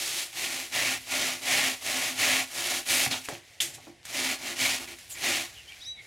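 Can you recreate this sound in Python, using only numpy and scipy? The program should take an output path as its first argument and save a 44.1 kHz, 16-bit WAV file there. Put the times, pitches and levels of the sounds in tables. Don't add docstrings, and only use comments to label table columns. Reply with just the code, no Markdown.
import sys
import numpy as np
from scipy import signal
from scipy.fft import rfft, irfft
from scipy.io import wavfile
from scipy.ndimage import uniform_filter1d

SR = 44100
rng = np.random.default_rng(int(sys.argv[2]) if len(sys.argv) > 2 else 0)


def pcm_store(signal):
    levels = np.round(np.clip(np.atleast_2d(signal), -1, 1) * 32767)
    wavfile.write(sys.argv[1], SR, levels.astype(np.int16).T)


N = 267378
T = np.arange(N) / SR
HZ = np.maximum(np.fft.rfftfreq(2 * N, 1 / SR), 1)


def amp(db):
    return 10 ** (np.asarray(db) / 20)


def unit(x):
    return x / np.sqrt(np.mean(x ** 2))


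def ease(u):
    return np.sin(np.pi / 2 * np.clip(u, 0, 1)) ** 2


def across(points, hz=HZ, column=1):
    points = np.asarray(points)
    return np.interp(np.log(hz), np.log(points[:, 0]), points[:, column])


def filtered(x, response):
    return irfft(rfft(x, 2 * N) * response)[..., :N]


def body(modes, bass_hz=60):
    resonances = sum(amp(db) / (1 + 1j * (HZ ** 2 - hz ** 2) / (HZ * width)) for hz, width, db in modes)
    return resonances / (1 + bass_hz / (1j * HZ)) ** 2


def wander(rate_hz):
    return unit(filtered(rng.standard_normal(N), 1 / (1 + (HZ / rate_hz) ** 4)))


def cells(per_s, spread_db):
    count = rng.poisson(per_s / SR, N)
    return unit(np.sqrt(count) * rng.standard_normal(N) * amp(spread_db * rng.standard_normal(N)))


# frequency in Hz, relative level in dB.
AIR_TONE = [(25, -40), (60, -11), (110, -4), (200, -17.5), (400, -13.5), (750, -12.5), (1300, -23.5),
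            (2000, -9.5), (4000, -16), (10000, -24), (16000, -44)]
# time in seconds, level in dB.
LOW_RUMBLE = [(0, -79), (1, -64), (3.5, -75), (4.6, -63), (6, -64.5)]
def background(air_db=-58.5, sway_db=1, rumble_hz=45):
    air = unit(filtered(rng.standard_normal(N), amp(across(AIR_TONE))))
    air *= amp(air_db + sway_db * wander(5.7))
    rumble = unit(filtered(rng.standard_normal(N), body([(rumble_hz, rumble_hz, 0)]) ** 2))
    times, levels_db = np.transpose(LOW_RUMBLE)
    return air + rumble * amp(np.interp(T, times, levels_db))


# frequency in Hz, seconds to fade by 60 dB.
ECHO_TIMES = [(100, 0.38), (500, 0.19), (2500, 0.34), (6000, 0.16), (15000, 0.083)]
def room(x, first_wall_s=0.0054):
    age = T[:int(SR * .7)]
    hz = np.maximum(np.fft.rfftfreq(len(age), 1 / SR), 1)
    noise, tail = rfft(rng.standard_normal(len(age))), 0
    for band_hz, fade_s in ECHO_TIMES:
        band = across([(f, f == band_hz) for f, _ in ECHO_TIMES], hz)
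        fade = np.exp(-np.log(1000) * age / fade_s) * (age > first_wall_s)
        tail = tail + irfft(noise * band, len(age)) * fade / np.sqrt(np.sum(fade ** 2))
    return signal.fftconvolve(x, tail)[:N]


# start and length in seconds, first, middle and last pitch in Hz, level in dB,
# wobble as a share of the pitch, upper note against the lower one in dB.
SQUEAKS = [(3.105, 0.016, 4080, 4250, 4230, -32.5, 0.087, -40),
           (3.114, 0.03, 3890, 3670, 3230, -31, 0.12, -32),
           (3.23, 0.0354, 3170, 2850, 2440, -51, 0.04, -30),
           (5.088, 0.066, 11000, 7300, 6850, -44, .035, -30),
           (5.533, 0.09, 3120, 3000, 2690, -50.5, 0.04, -29),
           (5.668, 0.038, 2830, 3130, 3200, -47.5, 0.028, -14),
           (5.679, 0.07, 2200, 2280, 2370, -50.5, 0.026, -30),
           (5.801, 0.042, 3080, 3740, 3880, -45, 0.016, -7),
           (5.836, 0.091, 3300, 3898, 3894, -39.5, 0.0059, -5.5),
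           (5.961, 0.062, 2260, 2205, 2125, -48, 0.04, -9)]
def squeaks(upper_ratio=1.55, upper_bend=0.97, roughness=0.22, uneven_grip=.17, ring_hz=3894):
    out, wobble = np.zeros(N + SR), np.resize(wander(640), N + SR)
    for start, length, first_hz, middle_hz, last_hz, db, jitter, upper_db in SQUEAKS:
        progress = np.linspace(0, 1, int(length * SR))
        span = slice(int(start * SR), int(start * SR) + len(progress))
        pitch = np.interp(progress, [0, .35, 1], [first_hz, middle_hz, last_hz])
        pitch = uniform_filter1d(pitch, len(progress) // 4)
        unrest = jitter + roughness * np.minimum(abs(pitch / last_hz - 1), .1)
        step = 2 * np.pi * pitch * (1 + unrest * wobble[span]) / SR
        upper_step = step * upper_ratio * (pitch / last_hz) ** upper_bend
        lower = np.minimum(progress * 2, 1) * np.sin(np.cumsum(step))
        upper = amp(upper_db) * (1 - progress / 2) * np.sin(np.cumsum(upper_step))
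        tone = lower + upper
        tone += uneven_grip * (tone ** 2 - uniform_filter1d(tone ** 2, size=64))
        out[span] += amp(db) * unit(tone) * np.sqrt(4 * progress * (1 - progress))
    ring = filtered(out[:N], body([(ring_hz, 8, -7)]))
    return out[:N] + ring


# start in seconds, peak in dB, pitch in Hz, width in Hz (wider dies sooner).
SNAPS = [(3.063, -17, 2200, 400), (3.142, -21, 2500, 1500), (3.258, -31, 2620, 400),
         (3.287, -16.5, 1550, 1110), (3.352, -27, 2700, 900), (3.603, -14.5, 3160, 300),
         (3.606, -15.5, 3540, 260), (3.61, -20, 3300, 250), (3.781, -45, 1840, 1500),
         (4.031, -35, 4020, 3000), (4.054, -25, 4540, 5000), (4.878, -31, 2280, 493),
         (4.987, -36, 2200, 500), (5.722, -32, 2770, 400)]
def snaps():
    out, age = np.zeros(N + SR), T[:SR // 20]
    for start, db, hz, width in SNAPS:
        ping = age * np.exp(-2 * np.pi * width * age) * np.sin(2 * np.pi * hz * age)
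        at = int(start * SR)
        out[at:at + len(age)] += amp(db) * ping / np.max(abs(ping))
    return out[:N]


# pitch in Hz, width in Hz, relative level in dB.
BLOCK_MODES = [(110.7, 15.7, 1), (150, 43, -8.5), (302, 17.15, 0), (405, 32, -2.5), (570, 72, -3.5),
               (612, 23, 2), (717, 97, 2.5), (781, 43, -2), (875, 42, -6), (941, 24, -4.5),
               (1022, 51, -5.5), (1096, 41, -0.5), (1219, 41, -1), (1338, 40, -3.5), (1422, 30, 4),
               (1695, 43, 0)]
HOLLOW_MODES = [(260.3, 8.3, 2.5), (345.7, 20.6, 6.5)]
# start in seconds, level in dB, centre of the thud in Hz,
# contact time in seconds.
KNOCKS = [(3.062, -35.5, 800, 0.0076), (3.063, -37.5, 112.5, 0.021), (3.066, -40.5, 250, 0.018),
          (3.141, -39, 910, 0.0055), (3.288, -35.5, 446, 0.031), (3.325, -43.5, 136, 0.0086),
          (3.608, -44.5, 554, 0.085), (3.611, -45, 126, 0.18), (3.781, -50.5, 540, 0.014),
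          (3.867, -44.5, 260, 0.023), (3.868, -49.5, 696, .018)]
def knocks(focus=1.95, dead_thud_db=-19, jolt_db=-21, jolt_hz=100, jolt_s=0.017):
    age = T[:SR // 2]
    hz = np.maximum(np.fft.rfftfreq(len(age), 1 / SR), 1)
    block = rfft(irfft(body(BLOCK_MODES + HOLLOW_MODES))[:len(age)]) + amp(dead_thud_db)
    out = np.zeros(N + SR)
    jolts = [(start + .6 * rise, db + jolt_db, jolt_hz, jolt_s)
             for start, _, rise, _, db, *_ in STROKES[1:]]
    for start, db, centre_hz, contact in KNOCKS + jolts:
        push = rng.standard_normal(len(age)) * np.exp(-age / contact)
        thud_band = 1 / (1 + .5j * focus * (hz / centre_hz - centre_hz / hz)) ** 2
        blow = irfft(rfft(push) * block * thud_band, len(age))
        strength = np.sqrt(np.sum(blow ** 2) / (0.016 * SR))
        at = int(start * SR)
        out[at:at + len(age)] += amp(db) * blow / strength
    return out[:N]


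# middle and length in seconds, level in dB.
BRUSHES = [(3.319, 0.21, -44.5), (3.507, 0.38, -59), (3.84, .28, -56), (4.08, 0.11, -46.5),
           (5.02, 0.17, -55.5), (5.54, 0.26, -52.5), (5.757, 0.47, -53), (6.06, 0.18, -56.5)]
def brushes(blade_db=-4, hiss_db=-10, block_db=-11):
    parts = [(amp(across(RASP_TONE)), 0), (amp(across(HISS_TONE)), hiss_db),
             (body(BLADE_MODES), blade_db), (body(BLOCK_MODES + HOLLOW_MODES), block_db)]
    crackle = sum(amp(db) * unit(filtered(cells(per_s=6000, spread_db=1.7), tone)) for tone, db in parts)
    touch = sum(amp(db) * ease(1 - 2 * abs(T - middle) / length) for middle, length, db in BRUSHES)
    return touch * crackle


# frequency in Hz, relative level in dB.
SKIN_TONE = [(1100, -18), (1900, 0), (3300, -3), (4800, -2), (7300, 1), (9000, -2), (11000, -5),
             (13500, -11), (16000, -23)]
# start in seconds, level in dB, rise time and fade time in seconds.
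SCRAPES = [(3.108, -44, .002, .015), (3.24, -39.5, 0.013, 0.013), (3.286, -36, 0.0024, 0.01),
           (3.603, -26.5, 0.0017, 0.041), (3.612, -36, 0.005, 0.032), (3.734, -42.5, 0.016, 0.013),
           (4.052, -39, 0.00084, .012), (4.985, -46, .002, .02)]
def scrapes():
    pressure = 0
    for start, db, rise, decay in SCRAPES:
        age = np.maximum(T - start, 0)
        fade = np.exp(-np.maximum(age - rise, 0) / decay)
        pressure = pressure + amp(db) * np.minimum(age / rise, 1) * fade
    return pressure * unit(filtered(cells(per_s=50000, spread_db=1.2), amp(across(SKIN_TONE))))


def stroke(length, rise, release, sag_db, slide_s=0.029, slide_db=-10):
    age = T[:int(length * SR)]
    bite = ease(age / rise) * amp(sag_db * (.5 - age / length))
    slide = amp(slide_db) * ease(age / slide_s)
    return np.maximum(bite, slide) * ease((length - age) / release)


# frequency in Hz, relative level in dB.
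RASP_TONE = [(1200, -16.5), (1800, -6), (3000, 0), (4200, -0.5), (5000, -2), (6500, -1.5), (7600, -4.5),
             (8600, -11.5), (10000, -10), (14000, -24)]
HISS_TONE = [(6000, -22), (8600, 0), (10000, 0), (11500, -2.5), (14000, -4.5), (16000, -23)]
# pitch in Hz, width in Hz, relative level in dB.
BLADE_MODES = [(1844, 130, -5), (1895, 160, -1), (2040, 140, 0.5), (2200, 250, 1.5), (2270, 71, 3.5),
               (2454, 49, 2), (2640, 42, -0.5), (2730, 130, -7), (3030, 48, -8)]
# start and end in seconds, level in dB.
DRAGS = [(0, 3.27, -49.5), (4.056, 5.52, -55.5)]
# start, length, speeding-up time and slowing-down time in
# seconds, rasp level in dB, drop in dB as the arm tires (negative grows), then offsets in dB from the
STROKES = [ (0, 0.31, 0.001, 0.12, -33.5, -.5, -18, -14, -8.5, -16, -9),
           (.312, 0.42, 0.12, 0.15, -36, 5.5, -4, -6.5, -8.5, -12, -11.5),
           (.701, .31, 0.065, 0.097, -32, 2.8, 1, -3.5, -12, -10, -18),
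           (1.052, 0.39, 0.11, .18, -32, 3.1, -3, -4.5, -11.5, -12.5, -16),
           (1.40, 0.4, 0.14, 0.13, -30, 7.5, 0.5, -3.5, -10.5, -9, -19),
           (1.80, 0.39, 0.094, 0.13, -32.5, 0.5, -4, -4, -9, -9, -16),
           (2.14, 0.34, 0.094, 0.11, -29, 3, -0.5, -3.5, -10.5, -10, -30),
           (2.49, 0.37, 0.097, 0.12, -33, -6.2, -8, -5, -8.5, -12.5, -11.5),
           (2.845, 0.27, 0.082, 0.093, -27.5, 2.5, -5.5, -7.5, -5, -11, -12.5),
           (3.088, 0.14, 0.036, 0.11, -33.5, 2, -8, -2.5, -15, -6.5, -16),
           (4.075, 0.33, 0.14, .1, -32.5, 4, -3.5, -5, -12, -6, -7.5),
           (4.37, 0.22, .11, .075, -38, 7, -1.5, -2, -12, -11, -7),
           (4.545, .283, 0.11, 0.095, -29.5, 13, -3.5, -7.5, -12, -3, -14),
           (4.783, 0.099, 0.026, .05, -42.5, 2, -6, -2, -8, -12, -4.5),
           (4.855, 0.12, .035, 0.052, -48.5, 7, 1, -2.5, -7, -4, 2),
           (5.085, 0.078, 0.029, 0.049, -47.5, -1, -20, -21, 6.5, -15, -7),
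           (5.13, 0.11, .03, 0.025, -45, 0, 0, -4.5, -6, -15, -10),
           (5.195, .33, 0.059, 0.22, -30.5, -1, -1, -5, -12, -10, -7)]
def saw(catch_db=0.64, chatter_db=-0.9, blade_db=-1, block_db=-3, hiss_db=-2.5, turn_s=.013):
    crush = cells(per_s=90000, spread_db=1.8)
    crush *= amp(catch_db * wander(36) + chatter_db * wander(350))
    drag = sum(amp(db) * ease((T - start) / turn_s) * ease((end - T) / turn_s)
               for start, end, db in DRAGS)
    # tone, overall gain in dB, share of the drag in dB, extra dB for each dB of force.
    parts = [(amp(across(RASP_TONE)), 0, 0, 0),
             (body(BLADE_MODES), blade_db, -11, 0.37),
             (body(BLOCK_MODES), block_db, -11, 0),
             (amp(across(HISS_TONE)), hiss_db, -5, -0.14)]
    parts += [(body([mode]), block_db, -22, 0) for mode in HOLLOW_MODES]
    out = np.zeros(N)
    for part, (tone, gain_db, drag_db, growth) in enumerate(parts):
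        power = (drag * amp(drag_db)) ** 2
        for start, length, rise, release, db, sag_db, blade, block, hiss, lower, upper in STROKES:
            force, at = stroke(length, rise, release, sag_db), int(start * SR)
            offset_db = (0, blade, block, hiss, block + lower, block + upper)[part]
            power[at:at + len(force)] += (amp(db + offset_db) * force ** (1 + growth)) ** 2
        unit_tone = tone / np.sqrt(np.mean(abs(tone) ** 2))
        out += amp(gain_db) * filtered(crush * np.sqrt(power), unit_tone)
    return out


# frequency in Hz, left minus right in dB,
# side echo against the centre sound in dB, how far the left leads in radians.
STEREO = [(40, -2, -17, 0), (125, -2.5, -20, .05), (230, -2.8, -16, .2), (380, -1.8, -13, .3),
          (700, -.5, -15, .1), (1300, -.2, -18, 0), (2400, -.2, -20, 0), (6000, -.1, -27, 0),
          (9000, 0, -26, 0), (12000, 0, -42, 0)]
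def stereo(centre):
    side = filtered(room(centre), amp(across(STEREO, column=2)))
    left = amp(across(STEREO) / 2) * np.exp(.5j * across(STEREO, column=3))
    return np.array([filtered(centre, left) + side, filtered(centre, 1 / left) - side])


def scene():
    # a sound, the level of its echo in dB
    sources = [(saw(), -14), (brushes() + scrapes(), -12), (knocks(), -7), (snaps(), -7), (squeaks(), -8)]
    direct = sum(sound for sound, _ in sources)
    echoes = room(sum(sound * amp(db) for sound, db in sources))
    return stereo(direct + echoes + background())


def record(dry):
    top_hz = 15900
    return signal.sosfilt(signal.ellip(10, .2, 80, top_hz, fs=SR, output="sos"), dry)


dry = scene()
out = record(dry)
pcm_store(out)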